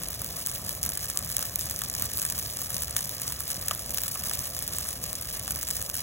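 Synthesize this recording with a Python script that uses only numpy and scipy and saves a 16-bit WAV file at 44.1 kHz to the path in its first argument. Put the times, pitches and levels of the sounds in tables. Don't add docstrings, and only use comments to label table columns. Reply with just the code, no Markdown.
import sys
import numpy as np
from scipy import signal
from scipy.fft import rfft, irfft, next_fast_len
from scipy.io import wavfile

SR = 44100
rng = np.random.default_rng(int(sys.argv[2]) if len(sys.argv) > 2 else 0)


def transcribe(signal):
    frames = np.atleast_2d(signal).T
    limited = np.clip(frames, -1, 1)
    pcm = np.round(limited * 32767).astype(np.int16)
    wavfile.write(sys.argv[1], SR, pcm)


N = 265878
TIME = np.arange(N) / SR
FFT_SIZE = next_fast_len(N + 4096)
HZ = np.maximum(np.arange(FFT_SIZE // 2 + 1) * SR / FFT_SIZE, 1)

# frequency in Hz, relative level in dB.
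RUSH_EQ = [(12, -31), (20, -30), (32, -23), (45, -5), (72, 1.5), (105, -0.6), (165, -3.5), (280, -9.0),
           (430, -15.5), (720, -13), (950, -18.5), (1500, -27.5), (2600, -28.5), (16000, -59)]
# time in seconds, relative level in dB.
BED_LEVEL = [(0.0, -36.5), (0.18, -39), (0.39, -36), (0.45, -40), (0.48, -37), (0.57, -36), (0.63, -42),
             (0.7, -35.5), (0.81, -43), (0.84, -35.5), (1.33, -36.5), (1.42, -36.5), (1.48, -38),
             (1.54, -41), (1.6, -36), (1.71, -37), (1.74, -39.5), (1.84, -35), (1.87, -39), (2.04, -33.5),
             (2.07, -36.5), (2.39, -35.5), (2.57, -38), (2.6, -34), (2.65, -37.5), (2.81, -35), (2.87, -38),
             (2.99, -32), (3.1, -38), (3.32, -34), (3.37, -40.0), (3.52, -33.5), (3.55, -37.5), (3.7, -36),
             (3.82, -40.5), (3.93, -38), (3.97, -35), (4.19, -36), (4.33, -35.5), (4.71, -37),
             (4.79, -34.5), (4.94, -36.5), (5.01, -44), (5.04, -35), (5.16, -39), (5.33, -35.5),
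             (5.47, -39), (5.51, -35.5), (5.85, -35.5), (5.88, -41.5), (5.94, -35), (6.03, -34)]
# time in seconds, relative crack level in dB, crack pitch in Hz,
# relative knock level in dB, fracture length in seconds.
SNAP_CUES = [(0.0347, -28, 7000, -54, .00015), (0.0853, -27.5, 12500, -48, .0009),
             (0.1042, -29.5, 12000, -54, .0001), (0.218, -27, 13000, -39, 0.00034),
             (.245, -28, 14000, -48, .0005), (0.4627, -24, 10500, -44, .00007),
             (0.4712, -23, 10500, -41, .0001), (0.55, -30, 11000, -45, .0014),
             (0.693, -24, 14500, -47, .00009), (0.8304, -21, 9500, -44, 0.00013),
             (0.8368, -24.5, 8500, -48, 0.00033), (.8518, -27, 10000, -49, .0002),
             (0.8622, -24, 13000, -37, 0.00033), (0.8913, -26.5, 9000, -48, .0002),
             (0.9739, -24.5, 9000, -38, 0.00043), (1.1004, -25.5, 6500, -42, .00012),
             (1.1733, -19.5, 7500, -45, .00008), (1.1907, -26, 9000, -43, .00012),
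             (1.317, -28, 9500, -49, .002), (1.3673, -18.5, 14000, -46, .00008),
             (1.3824, -29, 10500, -52, .0008), (1.392, -25, 10000, -35.5, .0012),
             (1.426, -24.5, 6500, -35, .0016), (1.453, -27, 12000, -48, .0008),
             (1.5584, -19.5, 14500, -45, 0.00019), (1.5925, -23.5, 13000, -50, .0002),
             (1.6105, -27, 8000, -45, .0005), (1.6983, -26.5, 9000, -49, .00015),
             (1.711, -26, 8500, -47, .0014), (1.7619, -27.5, 7000, -49, .0005),
             (1.7905, -27, 11000, -50, .0002), (1.8183, -26, 8000, -32, 0.0015),
             (1.899, -25.5, 8000, -52, .0007), (1.9394, -28, 10000, -51, .0005),
             (1.9507, -24.5, 8500, -41, .0016), (1.9972, -26, 12500, -48, .0002),
             (2.0226, -21, 12500, -35, 0.00028), (2.0546, -27.5, 11500, -48, .0014),
             (2.136, -27, 9500, -53, .0002), (2.1731, -24, 11500, -48, .0005),
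             (2.1814, -28, 12000, -44, .0004), (2.1968, -27, 6500, -45, .0005),
             (2.2183, -24, 12000, -43, 0.00032), (2.2263, -31, 8500, -44, .0008),
             (2.2514, -21.5, 10000, -48, 0.002), (2.264, -28, 10500, -50, .0009),
             (2.3, -22.5, 12000, -45, .0003), (2.323, -26, 10500, -42, .002),
             (2.3886, -26, 12500, -51, .0001), (2.3973, -29, 10000, -50, .0003),
             (2.5707, -27, 10000, -47, .0002), (2.6174, -26, 10000, -51, .0003),
             (2.7042, -28, 9500, -41, .0008), (2.7438, -27.5, 10000, -45, .00015),
             (2.8219, -26.5, 11000, -40, .0007), (2.8347, -27.5, 10000, -42, 0.00088),
             (2.9093, -28.5, 11000, -48, 0.00057), (2.9655, -18, 4170, -35, .0014),
             (2.969, -23, 13500, -49, 0.00034), (2.9896, -28.5, 8500, -44, .002),
             (3.008, -29, 10500, -43, .0014), (3.0935, -27.5, 9000, -49, .0009),
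             (3.2789, -26.5, 6000, -42, 0.00022), (3.3226, -25.5, 9000, -45, .0005),
             (3.4052, -26, 9000, -37, .0004), (3.5034, -26, 7500, -40, .0008),
             (3.6829, -20, 10500, -39, 0.0031), (3.711, -22.5, 4200, -23, .0009),
             (3.7496, -28.5, 11000, -45, .0005), (3.9064, -26.5, 12500, -57, .0009),
             (3.945, -19.5, 14500, -49, .00006), (3.9741, -28, 7500, -40, .0008),
             (3.9835, -21, 3500, -34, 0.00034), (4.0176, -25, 13000, -46, .0005),
             (4.0357, -23, 11500, -41, .00007), (4.0807, -26, 10000, -45, .0008),
             (4.157, -36, 6500, -33, .0004), (4.237, -27.5, 6000, -46, .0001),
             (4.2964, -25.5, 7500, -53, 0.000088), (4.313, -31, 7000, -31.5, .0004),
             (4.3354, -24.5, 13000, -50, 0.00066), (4.5903, -27.5, 12000, -49, .0004),
             (4.6246, -25, 14000, -52, .00007), (4.678, -25.5, 11000, -46, .0001),
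             (4.7852, -23.5, 7500, -46, .0002), (4.8888, -26.5, 9000, -45, .0002),
             (5.0398, -26.5, 10000, -46, 0.00058), (5.13, -26.5, 10000, -42, .0001),
             (5.1537, -27.5, 8500, -48, .0002), (5.3966, -29, 12000, -50, .0005),
             (5.479, -27, 8000, -33.5, .0002), (5.5079, -23.5, 8000, -37.5, .0003),
             (5.5207, -27, 12500, -48, .0001), (5.5592, -28, 11000, -53, .0005),
             (5.63, -26, 8500, -44, .0005), (5.6868, -26.5, 10500, -45, .0014),
             (5.7049, -24.5, 8000, -40, 0.0005), (5.71, -21.5, 11000, -46, .0001),
             (5.7673, -27, 12500, -47, .0005), (5.8252, -26, 9050, -48, .00015),
             (5.8992, -25, 11000, -39.5, .00008), (5.9424, -27, 8000, -44, .0012)]
# multiple of its middle pitch, Q, relative level in dB.
STICK_MODES = [(0.47, 2.6, -4), (0.73, 1.6, 1.2), (1.68, 1.7, 0.3)]
# frequency in Hz, relative level in dB.
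CRACKLE_EQ = [(150, -31), (500, -14.5), (1100, -12.5), (2000, -9), (3000, -10), (4250, -9), (4650, -4),
              (7700, -4.5), (8250, -1), (10000, -2), (15500, -2.5)]
# frequency in Hz, level in dB against the direct sound.
GROUND_EQ = [(100, -10), (1200, -7), (3000, -21.5), (6000, -15), (15000, -17)]
# frequency in Hz, gain in dB against the front.
DIFFUSE_EQ = [(100, -38.5), (250, -15.5), (700, -14), (950, -4.5), (1300, -15.5), (1850, -13), (2250, -5),
              (2800, -6), (3800, -2), (4600, -18), (15000, -14)]
# frequency in Hz, phase lag in radians.
PORT_LAG = [(0, 0), (1600, 0), (2000, .45), (2300, 2.21), (2700, 1.55), (3500, 1.53), (4000, 2.15),
            (4300, 2.9), (4900, 3.34), (6200, 5.45), (7000, 6.39), (8900, 9.4), (10700, 12.21),
            (13200, 15.73), (15700, 19.22)]


def from_db(db):
    return 10 ** (np.asarray(db) / 20)


def rms_one(x):
    return x / np.sqrt(np.mean(x ** 2) + 1e-20)


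def eq_curve(points):
    hz, db = np.transpose(points)
    return from_db(np.interp(np.log(HZ), np.log(hz), db))


def filtered(x, gain):
    return irfft(rfft(x, FFT_SIZE) * gain, FFT_SIZE)[..., :N]


def smear(power, decay_s):
    pole = np.exp(-1 / (decay_s * SR))
    return signal.lfilter([1 - pole], [1, -pole], power + 1e-18)


def drift(rate_hz):
    return rms_one(filtered(rng.standard_normal(FFT_SIZE), 1 / (1 + (HZ / rate_hz) ** 2)))


def resonance(x, hz, q):
    return signal.lfilter(*signal.iirpeak(min(hz, SR / 3), max(q, 1), fs=SR), x + 1e-18)


def hollow(x, hz, q):
    return resonance(resonance(x, hz, q), hz, q)


def low_cut(x, corner_hz):
    return signal.lfilter(*signal.butter(1, min(corner_hz, SR / 3), "high", fs=SR), x)


def flame_rush():
    turbulence = rms_one(filtered(rng.standard_normal((2, FFT_SIZE)), eq_curve(RUSH_EQ)))
    surge_db = 1.18 * drift(rate_hz=6.7)
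    return from_db(-43.5 + surge_db) * turbulence


def bursts(per_s, spread_db, top_db):
    sizes_db = top_db - np.abs(top_db - spread_db * rng.standard_normal(N))
    return (rng.random(N) < per_s / SR) * from_db(sizes_db) ** 2


def splinters(count, spiky_db):
    return rng.standard_normal(count) * from_db(spiky_db * np.minimum(rng.standard_normal(count), 2.6))


def fracture_runs(per_s, fade_s, spiky_db):
    dying = smear(bursts(per_s, spread_db=7.5, top_db=7.0), fade_s)
    power = smear(dying[::-1], decay_s=0.0004)[::-1]
    return rms_one(np.sqrt(power) * splinters(N, spiky_db))


def burning_foliage(flurry):
    needles = fracture_runs(250 * flurry, fade_s=0.0016, spiky_db=5.5)
    twigs = fracture_runs(230 * flurry, fade_s=0.0011, spiky_db=3.0)
    tick_power = smear(bursts(170 * flurry, spread_db=5.0, top_db=4.5), decay_s=0.00005)
    ticks = np.sqrt(tick_power) * rng.standard_normal(N)
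    return (from_db(-3.3) * rms_one(low_cut(needles, corner_hz=2820))
            + from_db(-6.8) * rms_one(resonance(twigs, hz=3850, q=1.5))
            + from_db(-5.0) * rms_one(low_cut(ticks, corner_hz=6000)))


def sap_pops(flurry):
    pitches_hz = np.geomspace(950, 4000, num=8)
    pocket = rng.integers(0, len(pitches_hz), N)
    kicks = np.sqrt(bursts(520 * flurry, spread_db=7.0, top_db=11.0)) * rng.choice([-1, 1], N)
    return rms_one(sum(resonance(kicks * (pocket == k), hz, q=3.3) * np.sqrt(pitches_hz[0] / hz)
                       for k, hz in enumerate(pitches_hz)))


def small_snap_cues(per_s):
    crack_dice, knock_dice, length_dice, pitch_dice = rng.standard_normal((200, 4)).T
    times = np.cumsum(rng.exponential(1 / per_s, len(crack_dice)))
    bed_db = np.interp(times, *np.transpose(BED_LEVEL))
    crack_db = bed_db + 6 + 1.3 * crack_dice
    crack_hz = 8400 * 2 ** (0.5 * pitch_dice)
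    knock_db = bed_db - 10.5 + 2 * knock_dice
    length_s = 0.0007 * 2 ** (1.6 * length_dice)
    return np.column_stack([times, crack_db, crack_hz, knock_db, length_s])[times < N / SR]


def twig_crack(fracture, age_s, length_s, hz):
    tick = rms_one(1.0 * (age_s == 0)) * rng.choice([-1, 1])
    last_fibre = from_db(7.0) / (1 + length_s / 0.00011) * tick
    crack = low_cut(fracture + last_fibre, corner_hz=5450 / (1 + length_s / 0.00021))
    return rms_one(crack + from_db(4.0) * resonance(crack, hz, q=1.13))


def wood_knock(fracture, crack_over_knock_db):
    thick_hz, thin_hz, db_per_octave = 1650, 2620, 52
    middle_hz = min(thick_hz * 2 ** (crack_over_knock_db / db_per_octave), thin_hz)
    return rms_one(sum(from_db(db) * rms_one(hollow(fracture, middle_hz * ratio, q))
                       for ratio, q, db in STICK_MODES))


def snapping_twigs():
    cracks, knocks = np.zeros((2, N + SR))
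    offsets = np.arange(-256, 512)
    age_s = offsets / SR
    gain = from_db(-1.5) * np.sqrt(0.004 * SR / len(offsets))
    for time_s, crack_db, crack_hz, knock_db, length_s in [*SNAP_CUES, *small_snap_cues(per_s=10)]:
        length_s = max(length_s, 2 / SR)
        slope_s = length_s * np.where(age_s < 0, 0.35, 0.9)
        envelope = np.exp(-np.abs(age_s) / slope_s)
        fracture = rms_one(splinters(len(offsets), spiky_db=8.0) * envelope)
        at = round(time_s * SR) + offsets
        cracks[at] += gain * from_db(crack_db) * twig_crack(fracture, age_s, length_s, crack_hz)
        knocks[at] += gain * from_db(knock_db) * wood_knock(fracture, crack_db - knock_db)
    rumble_cut = signal.butter(4, 480, "high", fs=SR, output="sos")
    return cracks[:N], signal.sosfilt(rumble_cut, knocks[:N])


def scattered(cracks):
    power = cracks ** 2
    pile = from_db(-13.0) ** 2 * smear(power, decay_s=0.4)
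    trees = from_db(-26.0) ** 2 * smear(power, decay_s=0.04)
    front = cracks + np.sqrt(pile + trees) * rms_one(splinters(N, spiky_db=4.0))
    diffuse = np.sqrt(smear(power, decay_s=0.0013) + pile + trees) * rng.standard_normal(N)
    return np.array([front, diffuse])


def tree_reflections(wood):
    envelope = np.sqrt(smear(wood ** 2, decay_s=0.012))
    return envelope * rms_one(hollow(rng.standard_normal((2, N)), hz=1310, q=1.0))


def crackle():
    cracks, knocks = snapping_twigs()
    flurry = from_db(0.8 * drift(rate_hz=26))
    foliage = burning_foliage(flurry)
    pops = from_db(-15.5) * sap_pops(flurry)
    sizzle = from_db(-16.5) * rng.standard_normal(N)
    bed_gain = from_db(np.interp(TIME, *np.transpose(BED_LEVEL)) + 0.28)
    bright = scattered(bed_gain * (foliage + sizzle) + cracks)
    bright = from_db(1.5) * filtered(bright, rms_one(eq_curve(CRACKLE_EQ)))
    wood = knocks + bed_gain * pops
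    front_only = [[1], [0]]
    return bright + wood * front_only + from_db(-11.5) * tree_reflections(wood)


def ground_bounce(x, delay_s):
    return filtered(x, 1 + eq_curve(GROUND_EQ) * np.exp(-2j * np.pi * HZ * delay_s))


def microphone_ports(front, diffuse):
    diffuse_gain = eq_curve(DIFFUSE_EQ)
    side = filtered(diffuse, diffuse_gain)
    lag = np.exp(-1j * np.interp(HZ, *np.transpose(PORT_LAG)))
    ports = np.array([front + side, filtered(front - side, lag)])
    return filtered(ports, 1 / np.sqrt(1 + diffuse_gain ** 2))


def scene():
    front, diffuse = ground_bounce(crackle() + flame_rush(), delay_s=0.00173)
    return microphone_ports(front, diffuse)


def record(dry):
    return signal.sosfilt(signal.ellip(10, 0.2, 70, 16000, fs=SR, output="sos"), dry)


dry = scene()
out = record(dry)
transcribe(out)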